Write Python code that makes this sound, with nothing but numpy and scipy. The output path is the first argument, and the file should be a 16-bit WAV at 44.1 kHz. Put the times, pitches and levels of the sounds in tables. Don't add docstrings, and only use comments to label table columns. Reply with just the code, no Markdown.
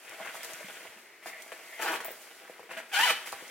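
import sys
import numpy as np
from scipy import signal
from scipy.fft import rfft, irfft
from scipy.io import wavfile
from scipy.ndimage import uniform_filter1d

SR = 44100
rng = np.random.default_rng(int(sys.argv[2]) if len(sys.argv) > 2 else 0)


def magnitude_from_level(level_db):
    exponent = np.asarray(level_db, float) / 20
    return 10 ** exponent


def store_wav(level_fs):
    pcm = np.round(np.clip(np.atleast_2d(level_fs), -1, 1) * 32767)
    wavfile.write(sys.argv[1], SR, pcm.T.astype(np.int16))


N = 154350
T = np.arange(N) / SR
ECHO_S = .0062


def level(x, db):
    return x * magnitude_from_level(db) / np.sqrt(np.mean(x ** 2))


def colour(x, table):
    hz, gain_db = np.array(table, float).T
    bins_hz = np.arange(2049) * SR / 4096
    db = np.interp(np.log(bins_hz + 1), np.log(hz), gain_db)
    cepstrum = irfft(db * np.log(10) / 20)
    cepstrum[1:2048] *= 2
    cepstrum[2049:] = 0
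    response = irfft(np.exp(rfft(cepstrum)))[:2048]
    return signal.fftconvolve(x, response)[:N]


def walk(rate):
    k = int(SR / rate)
    steps = rng.standard_normal(N // 200)[:N // k + 1]
    held = np.repeat(steps, k)[:N]
    return 1.3 * uniform_filter1d(uniform_filter1d(held, k), k)


def grains(share, spread_db):
    draw = rng.random((2, N))
    sizes = magnitude_from_level(-spread_db * np.log(draw[1] + 1e-4))
    return level(rng.standard_normal(N) * (draw[0] < share) * sizes, 0)


def place(times, sizes):
    out = np.zeros(N + 2)
    at = np.clip(np.asarray(times) * SR, 0, N - 1)
    k = at.astype(int)
    np.add.at(out, k, sizes * (1 - at + k))
    np.add.at(out, k + 1, sizes * (at - k))
    return out[:N]


def split(x, hz=3900):
    return [signal.sosfilt(signal.butter(4, hz, kind, fs=SR, output="sos"), x) for kind in ("low", "high")]


def decay(u, t60):
    return np.exp(-np.log(1000) * u / t60)


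def swell(start, length, attack=.004):
    u = np.maximum(T - start, 0)
    return (1 - np.exp(-u / attack)) * np.exp(-(2.47 * u / length) ** 2)


def ring(x, modes, between_db, patchy_db=0):
    out = magnitude_from_level(between_db) * x
    for hz, width, db in modes:
        peak = signal.lfilter(*signal.iirpeak(hz, hz / width, fs=SR), x)
        out = out + magnitude_from_level(db + patchy_db * walk(22.19)) * peak
    return out


# (time [s], level [dB], extra brightness [dB])
HAND = [(0, -61, 9), (0.102, -48, -1.5), (.45, -46.5, 1.5), (.75, -48.5, 1.5), (.9, -50.5, -2),
        (1.02, -58, 1.5), (1.2, -66, -11), (1.3, -54, 1), (1.75, -51.5, 2.5), (2.05, -48, -3),
        (2.17, -56, 6), (2.4, -52.5, -0.5), (2.8, -60, -8), (2.9, -58, 5), (3.15, -50, 1.5),
        (3.5, -49.5, 1)]
# (frequency [Hz], gain [dB])
LEATHER = [(35, -55), (60, -53.5), (206, -5.5), (604, 1), (1130, 0), (2130, 3), (4380, -12), (9910, -11.5),
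           (15800, -18)]
# (frequency [Hz], width [Hz], gain [dB])
WALLS = [(660, 207, -5), (1530, 245, -10.5), (2096, 470, -12), (2650, 430, -10), (3270, 590, -7)]
SLIDE_STARTS = [.093, .245, .335, .425, .487, .68, .835, 1.222, 1.256, 1.395, 1.519, 1.81, 1.915, 2.2, 2.69,
                2.764, 3.257]
# (length [s], level [dB], extra brightness [dB])
SLIDES = [(0.34, -46.5, -25), (0.18, -41, -13), (0.092, -44, 3.5), (0.083, -41, 6.5), (0.074, -45.5, 3),
          (0.19, -44.5, -14), (0.065, -49, -10), (0.14, -48, -1), (0.11, -41.5, 4), (0.15, -58.5, 10.5),
          (0.0089, -30, -17), (0.11, -39, 10), (0.039, -34, 5), (0.16, -68.5, 20.5), (0.2, -42.5, -4.5),
          (0.096, -36.5, -4.5), (0.096, -43.5, 8.5)]


def rustle():
    fold_hz = 1300
    folds = split(level(colour(grains(.02, 2.0), LEATHER), 0), fold_hz)[0] * magnitude_from_level(1.8 * walk(30))
    creases = split(level(colour(grains(.08, 1.8), LEATHER), 0))[0]
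    creases = split(creases, fold_hz)[1] * magnitude_from_level(1.6 * walk(60))
    hiss = split(level(colour(grains(.5, 2.2), LEATHER), 0))[1] * magnitude_from_level(0.65 * walk(23.6))
    t, db, bright_db = np.array(HAND).T
    low = magnitude_from_level(np.interp(T, t, db) + 0.26 * walk(12))
    high = low * magnitude_from_level(np.interp(T, t, bright_db))
    for start, (length, slide_db, shine_db) in zip(SLIDE_STARTS, SLIDES):
        low = np.hypot(low, magnitude_from_level(slide_db) * swell(start, length))
        high = np.hypot(high, magnitude_from_level(slide_db + shine_db) * swell(start, length, attack=0.011))
    return low * ring(folds + creases, WALLS, -4.5, patchy_db=5.0) + high * hiss


# (frequency [Hz], width [Hz], gain [dB])
SLIDER = [(904, 75, 2), (1476, 115, -2), (1702, 220, 2.5), (1870, 1100, -7), (2450, 400, 2),
          (2977, 70, 6.5)]


def zip_pull(curve, body, drift, uneven_db, scrape_db):
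    t, hz, db = np.array(curve).T
    phase = np.cumsum(np.interp(T, t, hz) * (1 + drift * walk(120))) / SR
    late, uneven = rng.standard_normal((5000, 2))[:int(phase[-1])].T
    times = np.interp(np.arange(len(late)) + .04 * late, phase, T)
    clicks = colour(place(times, magnitude_from_level(uneven_db * uneven)), body)
    teeth = level(ring(clicks, SLIDER, -6.5), 0)
    flares = grains(0.34, 0.33) * np.exp(-(phase % 1) / .6)
    scrape, top = split(level(colour(flares, body), 0))
    pull = magnitude_from_level(np.interp(T, t, db, left=-120, right=-120) + .7 * walk(90))
    low, high = split(split(split(teeth)[0], 140)[1], 1200)
    buzz = low * magnitude_from_level(1.5 + 2.5 * walk(150)) + high * magnitude_from_level(1.5 + 2 * walk(150))
    return magnitude_from_level(-5.5) * pull * (buzz + magnitude_from_level(scrape_db) * ring(scrape, SLIDER, 0.014) + magnitude_from_level(-4) * top)


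# (time [s], teeth per second [Hz], level [dB])
ZIP_SLOW = [
    (1.78, 430, -54),
    (1.8, 445, -37),
    (1.85, 445, -33),
    (1.87, 355, -31),
    (1.89, 350, -29.5),
    (1.908, 320, -34),
    (1.935, 303, -31),
    (1.965, 315, -34),
    (1.985, 335, -50),
]
# (frequency [Hz], gain [dB])
ZIP_SLOW_BODY = [(100, -31), (330, 5.5), (900, 4), (3000, -4.5), (4000, -9), (13000, -10), (15800, -12)]


def slow_zip():
    return zip_pull(ZIP_SLOW, ZIP_SLOW_BODY, drift=.025, uneven_db=3, scrape_db=-3)


# (time [s], teeth per second [Hz], level [dB])
ZIP_FAST = [
    (2.916, 812, -48),
    (2.936, 775, -26),
    (2.956, 712, -25),
    (3.002, 900, -24),
    (3.042, 1025, -22),
    (3.054, 960, -25),
    (3.066, 740, -23),
    (3.108, 600, -22),
    (3.135, 400, -38),
]
# (frequency [Hz], gain [dB])
ZIP_FAST_BODY = [(100, -29), (500, -4), (900, 1), (1600, -2), (3200, -1), (4000, -5.5), (13000, -10.5),
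                 (15800, -18)]


def fast_zip():
    return zip_pull(ZIP_FAST, ZIP_FAST_BODY, drift=.02, uneven_db=1.5, scrape_db=-9)


# (time [s], peak [dB], pitch [Hz], hollow ring of the bag [dB])
KNOCKS = [(.1988, -36, 1100, -47), (.2575, -31, 1700, -48), (.354, -31, 1200, -46), (.4912, -34, 2000, -52),
          (.603, -38, 1800, -41), (.688, -39, 700, -46), (.853, -36, 750, -46), (1.259, -33, 1500, -46),
          (1.267, -32, 1600, -50), (1.5192, -28, 1900, -44), (1.526, -34, 2400, -50),
          (1.8004, -40, 650, -46), (1.884, -24, 1500, -40), (1.936, -22, 1100, -42),
          (2.0042, -24, 1600, -36), (2.052, -34, 800, -44), (2.0832, -35, 650, -40),
          (2.1067, -36, 560, -39), (2.4788, -39, 1600, -54), (2.4984, -36, 600, -42),
          (2.5952, -35, 800, -40), (2.631, -40, 1200, -44), (2.7138, -28, 1600, -54),
          (2.75, -37, 1700, -52), (2.8288, -38, 1500, -50), (2.9995, -18, 1500, -40),
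          (3.1048, -15, 2200, -34), (3.2748, -30, 1500, -48), (3.328, -25, 1000, -40),
          (3.411, -39, 1300, -50), (3.4245, -41, 380, -40)]


def knocks():
    out = np.zeros(N + 4410)
    lead = 200
    u = (np.arange(4410) - lead) / SR
    late = np.maximum(u - ECHO_S + 0.0019, 0)
    hollow = np.sin(2 * np.pi * 460 * late) * decay(late, .028) * (1 - np.exp(-late / 0.0022))
    shuffle = level(colour(grains(0.41, 0.94), LEATHER), 0)
    for t, db, hz, hollow_db in KNOCKS:
        k = int(t * SR) - lead
        blow = -np.sin(2 * np.pi * hz * u) * np.exp(-(u * hz / .6) ** 2) * 1.17
        after = magnitude_from_level(-16.5) * np.resize(shuffle[k:], len(u)) * (u > 0) * np.exp(-u / 0.015)
        out[k:k + len(u)] += magnitude_from_level(db) * (blow + after) + magnitude_from_level(hollow_db + 4) * hollow
    return split(out[:N], 130)[1]


# (time [s], peak [dB], pitch [Hz], t60 [s])
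PANELS = [(0.096, -51.5, 110, 0.043), (0.204, -42, 202, 0.035), (0.269, -49.5, 146, 0.044),
          (0.352, -39, 220, 0.03), (.437, -64, 60, 0.14), (.535, -42, 176, 0.025), (.525, -42, 680, .04),
          (.605, -35, 600, 0.044), (0.643, -39, 210, 0.048), (.73, -60, 80, .06), (0.767, -41, 450, 0.034),
          (.85, -42, 656, 0.079), (0.879, -54.5, 90, 0.065), (0.961, -47.5, 222, 0.069),
          (1.258, -31.5, 709, 0.051), (1.264, -55.5, 193, 0.12), (1.3, -61, 60, .1),
          (1.521, -33, 510, 0.023), (1.794, -28, 680, 0.027), (1.92, -58, 70, 0.087),
          (2.002, -46, 200, 0.06), (2.051, -32, 677, 0.027), (2.082, -34, 603, 0.06),
          (2.091, -63.5, 80, 0.14), (2.497, -38, 470, 0.033), (2.59, -54, 90, 0.061),
          (2.71, -40, 660, 0.029), (2.768, -35.5, 650, 0.095), (2.769, -42.5, 230, 0.082),
          (3.021, -45.5, 233, 0.16), (3.326, -41.5, 797, 0.079), (3.33, -56, 90, 0.11),
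          (3.42, -62, 202, 0.051)]


def panels():
    out = np.zeros(N)
    for t, db, hz, t60 in PANELS:
        u = np.maximum(T - t, 0)
        build = 1 - np.exp(-u * hz / 0.95)
        out += magnitude_from_level(db) * np.sin(2 * np.pi * hz * u) * build * decay(u, t60)
    return split(out * magnitude_from_level(2.07 * walk(150)), 46)[1]


# (time [s], peak [dB], centre [Hz])
TICKS = [(0.0946, -34.5, 9400), (0.3632, -37, 10300), (0.4317, -30.5, 6600), (0.4472, -28, 10300),
         (0.5343, -29, 9500), (1.2665, -57, 7190), (1.422, -33, 9000), (1.479, -44.5, 9200),
         (1.5174, -70.5, 10200), (2.0468, -24.5, 14200), (2.1167, -34, 14570), (3.26, -33, 7830),
         (3.3227, -30, 6700), (3.479, -40.5, 6460)]


def ticks():
    out = np.zeros(N + 882)
    u = np.arange(882) / SR
    for t, db, hz in TICKS:
        edge = np.clip([hz * 0.64, hz * 1.28], 3000, 17000)
        snap = rng.standard_normal(len(u)) * np.exp(-u / 0.001)
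        burst = signal.lfilter(*signal.butter(1, edge, "band", fs=SR), snap)
        k = int(t * SR)
        out[k:k + len(u)] += magnitude_from_level(db) * burst / np.abs(burst).max()
    return out[:N]


# (time [s], level [dB])
DRAG = [
    (1.0, -78),
    (1.06, -63),
    (1.2, -63),
    (1.33, -54.5),
    (1.4, -51),
    (1.47, -65.5),
    (1.57, -65.5),
    (1.65, -55),
    (1.78, -52),
    (1.85, -56),
]


def drag():
    t, db = np.array(DRAG).T
    seam_hz, width_hz = 2050, 450
    band = signal.iirpeak(seam_hz, seam_hz / width_hz, fs=SR)
    hiss = signal.lfilter(*band, signal.lfilter(*band, grains(.2, 1.1)))
    return level(hiss, 0) * magnitude_from_level(np.interp(T, t, db, left=-120, right=-120) + 3.0 * walk(40))


# (time [s], length [s], level [dB])
FIZZ = [
    (2.047, 0.065, -41),
    (2.106, 0.035, -42.5),
]


def fizz():
    band = signal.butter(2, [14100, 16100], "band", fs=SR, output="sos")
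    metal = level(signal.sosfilt(band, grains(0.16, 1.6)), 0)
    return metal * sum(magnitude_from_level(db) * swell(t, length) for t, length, db in FIZZ)


def room(x):
    u = T[:SR // 2]
    tails = []
    for _ in range(2):
        low, high = split(rng.standard_normal(len(u)))
        tail = low * decay(u, 0.55) + high * decay(u, 0.43)
        tail = tail * np.clip((u - ECHO_S) / 0.0083, 0, 1)
        tails.append(signal.fftconvolve(x, tail * magnitude_from_level(-9) / np.sqrt(np.sum(tail ** 2)))[:N])
    return tails


# (frequency [Hz], gain [dB])
AIR = [(24, -104), (40, -46), (296, -16.5), (335, -10), (410, -9), (1010, -15), (1980, -11), (3800, -22.5),
       (15800, -30)]


def room_air():
    return level(colour(rng.standard_normal(N), AIR), -57) * magnitude_from_level(.5 * walk(7.9))


# (frequency [Hz], side minus mid [dB])
PORTS = [(60, -24), (110, -28), (200, -22), (380, -19.5), (700, -15), (1290, -5.5), (2380, -13.5),
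         (4400, 2), (8120, -2), (15000, 1.5)]


def two_ports(near, wet, air):
    u = np.arange(1300) / SR
    smear = rng.standard_normal(len(u)) * np.exp(-u / .007)
    other = signal.fftconvolve(near, smear / np.sqrt(np.sum(smear ** 2)))[:N]
    other = np.real(signal.hilbert(other) * np.exp(2j * walk(24.92)))
    mid = near + wet[0] + air[0]
    side = colour(other + wet[1] + air[1], PORTS)
    balance_db = 1.13
    side = side + (magnitude_from_level(balance_db / 2) - 1) * split(mid, 340)[1]
    return magnitude_from_level(-0.5) * np.array([mid + side, mid - side])


def scene():
    bag = rustle() + slow_zip() + fast_zip() + knocks() + panels() + ticks() + drag() + fizz()
    near = bag + magnitude_from_level(-8) * np.roll(bag, int(ECHO_S * SR))
    return two_ports(near, room(bag), [room_air(), room_air()])


def band_limit(x):
    return signal.sosfilt(signal.butter(12, 16820, fs=SR, output="sos"), x)


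def record(dry):
    mix = signal.sosfilt(signal.ellip(8, .3, 50, 15900, fs=SR, output="sos"), dry)
    return band_limit(mix)


dry = scene()
out = record(dry)
store_wav(out)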